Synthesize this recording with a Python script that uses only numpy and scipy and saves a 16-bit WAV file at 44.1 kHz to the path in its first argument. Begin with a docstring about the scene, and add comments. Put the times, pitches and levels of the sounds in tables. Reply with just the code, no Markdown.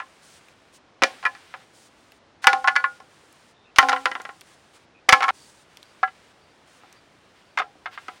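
"""A grassy spot in the open: four green bamboo poles are tossed, one after another, onto a small pile.
Tube modes ring under noise bursts for wall, skin and soil; the hardest cracks overload the microphone.
Then two poles are laid down by hand across a third. Grass rustles as gated friction noise, dry stalks
snap as short clicks, faint chirps are noise-smeared tones, and filtered noise makes the open air."""
import sys
import numpy as np
from scipy import signal
from scipy.fft import rfft, irfft, next_fast_len
from scipy.io import wavfile
from scipy.ndimage import uniform_filter1d

SR = 44100
rng = np.random.default_rng(int(sys.argv[2]) if len(sys.argv) > 2 else 0)


def digitize_waveform(pressure):
    """Quantize a signal to 16-bit integers and store it at the path in sys.argv[1].

    Rows of a 2-D input are taken as channels; values are limited to [-1, 1].
    """
    field = np.atleast_2d(pressure).T
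    bounded = np.clip(field, -1, 1)
    quanta = np.round(bounded * 32767).astype(np.int16)
    wavfile.write(sys.argv[1], SR, quanta)


N = 361619  # length in samples
RING_TIME = np.arange(SR // 2) / SR  # time axis of every knock and click [s]

# still outdoor air: (frequency [Hz], relative density [dB per Hz])
AIR_SPECTRUM = [(15, -39), (25, -17.5), (87, -1), (229, -2), (263, -1), (363, 0), (416, -2.5), (476, -1),
                (1040, -4.5), (2220, -10.5), (4140, -15.5), (4610, -18.5), (5280, -18.5), (9840, -34.5),
                (16000, -73.5)]
AIR_DB = -59

# hiss of the grass blades: (frequency [Hz], relative density [dB per Hz])
BLADE_SPECTRUM = [(1000, -23.5), (3000, -0.5), (5000, 1.5), (9500, 0.5), (11500, -17.5), (16000, -12.5)]
# scuff of the dry litter: (frequency [Hz], relative density [dB per Hz])
LITTER_SPECTRUM = [(200, -24), (700, -4.5), (1500, 4), (3000, 0), (5000, -7), (9000, -26.5)]
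# stretches of grassy hiss and scuff that switch on and off:
# (time [s], length [s], hiss level [dB], scuff over hiss [dB])
GRASS_STRETCHES = [(0, 0.53, -67.5, 3.5), (0.229, 0.16, -57.5, -8), (0.735, 0.04, -56, -16),
                   (1.302, 0.34, -69.5, 12), (1.74, 0.14, -59, -19), (1.97, 0.44, -71, -4),
                   (2.423, 0.02, -45.5, 1), (2.555, 0.426, -64.5, 3.5), (3.1, 0.54, -67, -0.5),
                   (4.46, 0.089, -62.5, -0.5), (4.74, 0.035, -59.5, 1), (5.336, 0.17, -57, -18),
                   (5.505, .13, -62, -8), (5.7, .62, -69.5, 6), (6.671, 0.13, -64, 0),
                   (6.801, 0.18, -74.5, 13.5), (7.35, 0.072, -77.5, 15), (7.919, 0.044, -67.5, 19.5),
                   (7.977, 0.21, -64.5, 8)]
# each tossed pole first meets the grass: (time [s], extra stir of blades and litter [dB])
GRASS_LANDINGS = [(1.02, -1.5), (2.417, -1.5), (3.76, 4), (5.086, 1.5)]
FLIGHT_S = 0.233  # the grass is still while a pole is in the air
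# steady stir of the grass under the worker
STIR_HISS_DB, STIR_SCUFF_DB = -73, -66
# stirred blades spring back slowly, the litter settles fast: base level, seconds to fall 60 dB
BLADES_DB, BLADES_T60 = -55.5, 2.8
LITTER_DB, LITTER_T60 = -43, 1.2

# pole knocks, the last three columns relative to the strength: (time [s], strength [dB],
# ring centre [Hz], ring of the poles it lands on [dB], clack of the wall [dB], crack of the skin [dB])
POLE_CONTACTS = [(.001, -29, 1450, -10.5, -3, -14), (.019, -38, 1250, -28, -2, -26),
                 (1.02, -18.5, 2400, -2.5, 3.5, -9), (1.024, -18, 715, -13, 0, 0),
                 (1.0358, -12, 2250, -7, -8, 4.5), (1.228, -45.5, 1500, 0, 9.5, 2),
                 (1.237, -37, 1480, 6, -10, -5), (1.2528, -11.5, 2300, -16, -12, -16.5),
                 (1.263, -17, 1450, -34.5, -6.5, -12), (1.35, -41, 1950, -9, -2, -4.5),
                 (1.54, -42.5, 810, -2, 11.5, -17), (2.443, -23, 1700, 1, -2, -2.5),
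                 (2.47, -4, 1600, -1.5, -0.5, 0), (2.5309, -12.5, 930, -3, -8.5, -6),
                 (2.643, -28.5, 1500, 13, -1, -8), (2.675, -11.5, 1250, -9.5, -5.5, -7.5),
                 (2.6816, -16.5, 1690, -6, 4, -6.5), (2.755, -22, 2150, 4, -10, -8),
                 (2.7625, -10, 1750, -19, -8.5, -8.5), (2.798, -36, 2250, -6, 3, -20),
                 (2.8409, -14.5, 1340, -17.5, -6.5, -38), (3.002, -45, 1110, 0, -35.5, -0.5),
                 (3.7605, -44.5, 1000, 0, -4, 19), (3.765, -44.5, 2250, 4, 1, 16),
                 (3.7851, -3.5, 1940, -2, -1.5, 0), (3.828, -11, 730, -3, -8.5, -17),
                 (3.8865, -24.5, 1680, 7.5, 7, 5.5), (3.894, -16.5, 1270, -3.5, -24, 1),
                 (3.919, -30, 2600, -8, 9, -11.5), (3.929, -8.5, 740, -12, -9.5, -18),
                 (3.962, -26.5, 1980, 5.5, -1, -16), (4.0565, -13, 1222, -9.5, -0.5, -4),
                 (4.115, -25, 1940, -9, -5, -7.5), (4.1523, -26, 1400, -6.5, 1.5, -14),
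                 (4.2, -37, 1680, 1.5, 0.5, -8), (4.252, -34.5, 1680, -1.5, 0.5, -5),
                 (4.291, -34.5, 1250, -5.5, -1.5, -24), (5.087, -33, 690, 17.5, -6, 5),
                 (5.0907, -3.5, 2660, -30.5, -7.5, 1), (5.1245, -13.5, 1450, 2.5, 7, 4),
                 (5.1283, 0, 2630, -33, -6, -6.5), (5.206, -29.5, 1070, 5.5, 9, -3),
                 (5.223, -23.5, 1450, -2, 1.5, -5), (5.2293, -12.5, 2600, -30, -8.5, -9),
                 (5.24, -26, 1230, 8, 6, 1), (5.281, -18, 1730, -1.5, -6, -10),
                 (5.29, -19, 1655, -12, 0.5, -8.5), (5.299, -26, 1440, 5.5, 1, -12),
                 (6.03, -14, 710, -42.5, -13, -22), (6.033, -9, 1615, -10, -22, -31),
                 (6.077, -27.5, 2300, -23, -9.5, -29), (6.834, -42, 814, -9, -15, -26.5),
                 (7.5742, -15, 1940, -35, -5, -12.5), (7.587, -30, 2600, -7.5, 7, 2.5),
                 (7.594, -15, 2220, -0.5, -19, -17), (7.601, -17, 930, -26, -7.5, -18),
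                 (7.618, -22, 1000, -19, -8.5, -30), (7.8581, -23, 1850, -21, -2, -19.5),
                 (7.872, -30.5, 1230, -6, -9, -29), (7.9756, -30.5, 1600, -11, -1.5, -22.5),
                 (8.083, -25.5, 1080, -23, -7, -13)]
# poles that are landed on, ring times before damping: (frequency [Hz], level [dB], t60 [s])
LANDED_ON_MODES = [(268.5, -19, 1), (512, -18, .3), (515, -14.5, 0.4), (762, -4, .24), (812, -6, 0.29),
                   (1073, -4.5, .21), (1348, -10, .18), (1436, -2, 0.088)]
# first tossed pole, which also sounds the opening knocks: (frequency [Hz], level [dB], t60 [s])
FIRST_TOSSED_MODES = [(536.4, -0.5, 0.16), (726, -8, 0.16), (1041, -4, 0.11), (1210, -28, .08),
                      (1357, 5.5, 0.034), (1660, -19, 0.056), (1715, -3.5, 0.088), (1780, -20, 0.12),
                      (1936, -1, 0.056), (2402, -4.5, 0.072), (2700, -25.5, 0.032), (2870, -24, 0.081)]
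# second tossed pole: (frequency [Hz], level [dB], t60 [s])
SECOND_TOSSED_MODES = [(1069, 0, 0.079), (1234, -22.5, 0.18), (1433, -4, 0.19), (1720, -2.5, 0.091),
                       (1874, -0.5, 0.017), (2005, -4.5, 0.085), (2287, -9.5, 0.09), (2770, -26.5, 0.084),
                       (3670, -13.5, 0.033), (4450, -1, 0.097), (5297, -23, 0.08)]
# third tossed pole: (frequency [Hz], level [dB], t60 [s])
THIRD_TOSSED_MODES = [(1023, -7.5, .14), (1379.6, -0.5, 0.075), (1500, -15.5, 0.13), (1631, -10, .08),
                      (1630, -9.5, 0.088), (1877, -8, .1), (2014, -1.5, 0.063), (2278, -8, 0.044),
                      (2910, -6, 0.05), (3081, -5.5, .05), (4430, -11, 0.049), (4960, -9, .05)]
# fourth tossed pole: (frequency [Hz], level [dB], t60 [s])
FOURTH_TOSSED_MODES = [(806, 1.5, 0.27), (991, 2, 0.082), (1220, -11, 0.15), (1323, 1, 0.1),
                       (1352, -14, 0.031), (1697, -11, 0.17), (1830, -11.5, 0.06), (2175, -9.5, 0.088),
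                       (2283, -10.5, 0.076), (2970, -26, 0.1), (3300, -37, 0.054)]
# first pole laid by hand: (frequency [Hz], level [dB], t60 [s])
FIRST_LAID_MODES = [(754, -1, .115), (820, -16, .12), (1030, -13, .05), (1305, -6, .06), (1368, -4, .095),
                    (1659, -6, .09), (2022, -13, .075), (2235, -21, .06), (2680, -23, .07), (2960, -25, .1)]
# second pole laid by hand: (frequency [Hz], level [dB], t60 [s])
SECOND_LAID_MODES = [(431, -9, 0.16), (733, -7.5, 0.13), (806, -16.5, 0.2), (1020, -15.5, 0.1),
                     (1275, -0.5, 0.041), (1360, -10.5, 0.11), (1621, -7.5, 0.078), (2104, -3.5, 0.051),
                     (3200, -27, 0.053), (3585, -7.5, 0.05)]
# the next pole takes over: (time [s])
POLE_CHANGES = [2.3, 3.6, 5.0, 5.9, 6.5]
BREAK_OFF_S = 5.308  # the clatter and the settling of the grass break off abruptly
# share of ring time kept by the poles landed on; further share when a pole is laid by hand
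LANDED_ON_SUSTAIN, HELD_SUSTAIN = .85, .35
CUSHION_S = 0.00072  # grass cushions each knock: time constant of the ring's build-up
# a springy pole touches again at once, more weakly; the delay varies around this one
RETOUCH_S, RETOUCH_DB = .004, -11
# clack of the tube wall: (frequency [Hz], relative density [dB per Hz])
CLACK_SPECTRUM = [(200, -39), (600, -8), (1100, 6), (1500, 4.5), (2200, -0.5), (3000, -6), (5000, -23),
                  (10000, -50.5), (16000, -69)]
# crack of the hard skin: (frequency [Hz], relative density [dB per Hz])
CRACK_SPECTRUM = [(100, -42), (500, -16), (2000, 7.5), (3200, 3.5), (5300, 1.5), (7000, -7), (8000, -14.5),
                  (10500, -14.5), (13000, -46.5), (16000, -17.5)]

# dry stalks snapping: (time [s], level [dB], centre [Hz])
STALK_SNAPS = [(.485, -46, 2530), (2.12, -42.5, 2500), (3.327, -50.5, 7860), (4.217, -41, 6200),
               (4.41, -40.5, 5530), (4.415, -39.5, 2000), (5.771, -36.5, 3460), (5.829, -42, 4043),
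               (6.927, -46, 5500)]

# an end of a pole digs into the soil: (time [s], level [dB])
SOIL_THUDS = [(1.024, -13.5), (1.041, -17.5), (1.254, -25), (2.47, -25), (2.5315, -22.5), (3.002, -38.5),
              (3.236, -45), (3.785, -10), (3.894, -29), (4.0566, -19.5), (4.115, -32), (4.1525, -28),
              (4.2, -32), (4.251, -35), (4.291, -37), (5.1287, -15), (5.206, -27), (5.24, -31),
              (7.594, -25), (7.618, -33), (7.754, -40), (8.086, -36)]
# dull push of the soil: (frequency [Hz], relative density [dB per Hz])
THUD_SPECTRUM = [(30, -39.5), (150, -8.5), (280, 3), (550, 3.5), (800, 5), (1500, -26.5), (5000, -56.5)]

# faint chirps from far trees: (time [s], length [s], frequency [Hz], level [dB])
FAR_CHIRPS = [(3.527, 0.16, 3640, -69.5), (3.642, 0.075, 2620, -65.5), (4.932, 0.08, 2500, -64),
              (5.343, 0.14, 4630, -63.5), (5.837, 0.1, 4670, -70), (6.37, 0.18, 4620, -74),
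              (6.956, 0.047, 4700, -67), (7.422, .14, 4620, -75)]

EDGE_HZ = 16300  # upper band limit


def amp(db):
    """Decibels to gain."""
    return 10 ** (np.asarray(db) / 20)


def unit(x):
    """Scales to rms 1."""
    return x / np.sqrt(np.mean(x ** 2) + 1e-20)


def add(mix, s, sound):
    """Mixes a sound in at s seconds."""
    part = mix[max(round(s * SR), 0):][:len(sound)]
    part += sound[:len(part)]


def colour(x, spectrum):
    """Causal filter through (Hz, dB) points on a log-frequency axis; white noise keeps its power."""
    hz, db = np.transpose(spectrum)
    size = next_fast_len(len(x))
    bins = abs(np.fft.fftfreq(size, 1 / SR))
    gain = unit(amp(np.interp(np.log(bins + 1), np.log(hz), db)))
    response = np.exp(np.conj(signal.hilbert(np.log(gain))))  # minimum phase
    return irfft(rfft(x, size) * response[:size // 2 + 1], size)[:len(x)]


def air(swell_db=0.2):
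    """Quiet open-air background: coloured noise whose level swells a little through slow sines."""
    t = np.arange(N) / SR
    sines = [np.sin(2 * np.pi * (hz * t + rng.random())) for hz in np.geomspace(1, 8, 10)]
    swell = unit(sum(sines))
    noise = unit(colour(rng.standard_normal(N), AIR_SPECTRUM))
    return amp(AIR_DB + swell_db * swell) * noise


def friction(spectrum, grains_per_s, spread_db, grain_share):
    """Stalks slide past each other: a soft hiss with tiny ticks in it."""
    hits = rng.random(N) < grains_per_s / SR
    ticks = hits * amp(spread_db * np.minimum(rng.exponential(1, N), 4))
    grains = unit(ticks * rng.choice([-1, 1], N))
    return unit(colour(rng.standard_normal(N) + grain_share * grains, spectrum))


def grass(blur_s=.025):
    """Hiss and scuff switch on and off; landings stir blades and litter; all is still while a pole flies."""
    t = np.arange(N) / SR
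    power = amp([[STIR_HISS_DB], [STIR_SCUFF_DB]]) ** 2 * np.ones(N)  # rows: blades, litter
    for s, length, db, scuff_db in GRASS_STRETCHES:
        power[:, (t >= s) & (t < s + length)] += amp([[db], [db + scuff_db]]) ** 2
    for s, db in GRASS_LANDINGS:
        settling = (t >= s) & (t < BREAK_OFF_S)
        t60 = np.array([[BLADES_T60], [LITTER_T60]])
        fall = np.exp(-np.log(1000) * (t[settling] - s) / t60)
        power[:, settling] += (amp([[db + BLADES_DB], [db + LITTER_DB]]) * fall) ** 2
        power[:, (t > s - FLIGHT_S) & (t < s + blur_s / 2)] = 0
    # soften the edges of every stir
    hiss, scuff = uniform_filter1d(np.sqrt(power), max(round(blur_s * SR), 1), axis=1)
    blades = friction(BLADE_SPECTRUM, grains_per_s=750, spread_db=4.5, grain_share=0.28)
    litter = friction(LITTER_SPECTRUM, grains_per_s=740, spread_db=3.5, grain_share=0.33)
    return hiss * blades + scuff * litter


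def fade(t60):
    """Exponential decay, 60 dB down after t60 seconds."""
    return np.exp(-np.log(1000) * RING_TIME / np.maximum(t60, 1e-3))


def burst(spectrum, t60, tail_db, tail_t60, strike_db=-12):
    """Modes too dense to tell apart: the first push, a quick decay, then a faint scatter from the bushes."""
    envelope = fade(t60) + amp(tail_db) * fade(tail_t60)
    push = rng.standard_normal(len(RING_TIME)) * envelope
    push[0] += amp(strike_db) * np.linalg.norm(push)
    return colour(push / np.hypot(1, amp(strike_db)), spectrum)


def ring(modes, centre_hz, focus_db, uneven_db, sustain=1, detune=0.015):
    """Tube modes; contact hardness favours one region, the spot struck sets each mode's sign and size."""
    hz, db, t60 = np.transpose(modes)[:, :, None]
    side, spot, support = rng.standard_normal((3, len(hz), 1))
    focus = focus_db * np.log2(hz / centre_hz) ** 2
    size = np.sign(side) * amp(db - focus + uneven_db * spot)
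    hz = hz * (1 + detune * support)  # the poles rest differently at every bounce
    return (size * fade(t60 * sustain) * np.sin(2 * np.pi * hz * RING_TIME)).sum(0)


def touch(clack_db, crack_db):
    """The tube wall clacks and the hard skin cracks, each a burst of dense modes."""
    clack = burst(CLACK_SPECTRUM, t60=0.056, tail_db=-31.5, tail_t60=.24, strike_db=-7)
    crack = burst(CRACK_SPECTRUM, t60=0.014, tail_db=-22.0, tail_t60=.18, strike_db=-10)
    return amp(clack_db) * clack + amp(crack_db) * crack


def bamboo(free_sustain=1.0):
    """Each contact clacks, cracks, and rings its pole and those it lands on, damped for hand-laid ones."""
    poles = [FIRST_TOSSED_MODES, SECOND_TOSSED_MODES, THIRD_TOSSED_MODES, FOURTH_TOSSED_MODES,
             FIRST_LAID_MODES, SECOND_LAID_MODES]
    tossed, laid = np.zeros(N), np.zeros(N)
    springs = rng.uniform(.5, 1.3, len(POLE_CONTACTS))  # spread of the retouch delay
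    for (s, db, centre_hz, landed_db, clack_db, crack_db), spring in zip(POLE_CONTACTS, springs):
        track, sustain = (tossed, free_sustain) if s < BREAK_OFF_S else (laid, HELD_SUSTAIN)
        landed_on = ring(LANDED_ON_MODES, centre_hz, focus_db=5.0, uneven_db=3.5,
                         sustain=sustain * LANDED_ON_SUSTAIN, detune=.006)
        modes = poles[np.searchsorted(POLE_CHANGES, s)]
        pole = ring(modes, centre_hz, focus_db=12.0, uneven_db=0.53, detune=0.0046)
        build_up = 1 - np.exp(-RING_TIME / CUSHION_S)
        tone = (amp(landed_db) * landed_on + pole) * build_up
        add(track, s, amp(db) * (tone + touch(clack_db, crack_db)))
        add(track, s + RETOUCH_S * spring, amp(db + RETOUCH_DB) * touch(clack_db, crack_db))
    return tossed * (np.arange(N) < BREAK_OFF_S * SR) + laid


def radiate(x, corner_hz=220):
    """A slim tube sends out little bass, so a highpass thins the low end."""
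    return signal.sosfilt(signal.butter(2, corner_hz, "highpass", fs=SR, output="sos"), x)


def stalks(skirt_db=-22):
    """A dry stalk gives a short, broad click around its centre frequency."""
    out = np.zeros(N)
    for s, db, hz in STALK_SNAPS:
        shape = [(hz / 8, skirt_db), (hz, 0), (hz * 4, skirt_db)]
        add(out, s, amp(db) * burst(shape, t60=0.015, tail_db=-39, tail_t60=.1))
    return out


def soil():
    """Soft ground answers a pole's end with a short, dull push."""
    out = np.zeros(N)
    for s, db in SOIL_THUDS:
        add(out, s, amp(db) * burst(THUD_SPECTRUM, t60=0.01, tail_db=-25, tail_t60=0.39, strike_db=-10.5))
    return out


def far_chirps(width_hz=90):
    """Distant birds: thin tones multiplied by slow noise, as if smeared by the foliage."""
    out = np.zeros(N)
    lowpass = signal.butter(2, width_hz, fs=SR, output="sos")
    smear = signal.sosfilt(lowpass, rng.standard_normal((len(FAR_CHIRPS), SR)))
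    for (s, length, hz, db), flutter in zip(FAR_CHIRPS, smear):
        t = np.arange(round(length * SR)) / SR
        note = flutter[:len(t)] * np.sin(2 * np.pi * hz * t)
        add(out, s, amp(db) * unit(note * signal.windows.tukey(len(t), .5)))
    return out


def scene():
    """Everything at one microphone; poles and soil share the thinned bass."""
    knocks = radiate(bamboo() + soil())
    return (knocks + stalks() + grass() + far_chirps() + air())[None]


def record(dry, drive_db=1, lopsided=0.0089):
    """The hardest landings clip, a little lopsidedly, which adds a low bump; then the band limit."""
    clipped = np.clip(dry * amp(drive_db), -1, 1)
    highpass = signal.butter(1, 30, "highpass", fs=SR, output="sos")
    bump = signal.sosfilt(highpass, clipped ** 4)  # the even power is what makes it lopsided
    lowpass = signal.firwin(255, EDGE_HZ, window=("kaiser", 8), fs=SR)
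    return signal.oaconvolve(clipped - lopsided * bump, lowpass[None], "same")


dry = scene()
out = record(dry)
digitize_waveform(out)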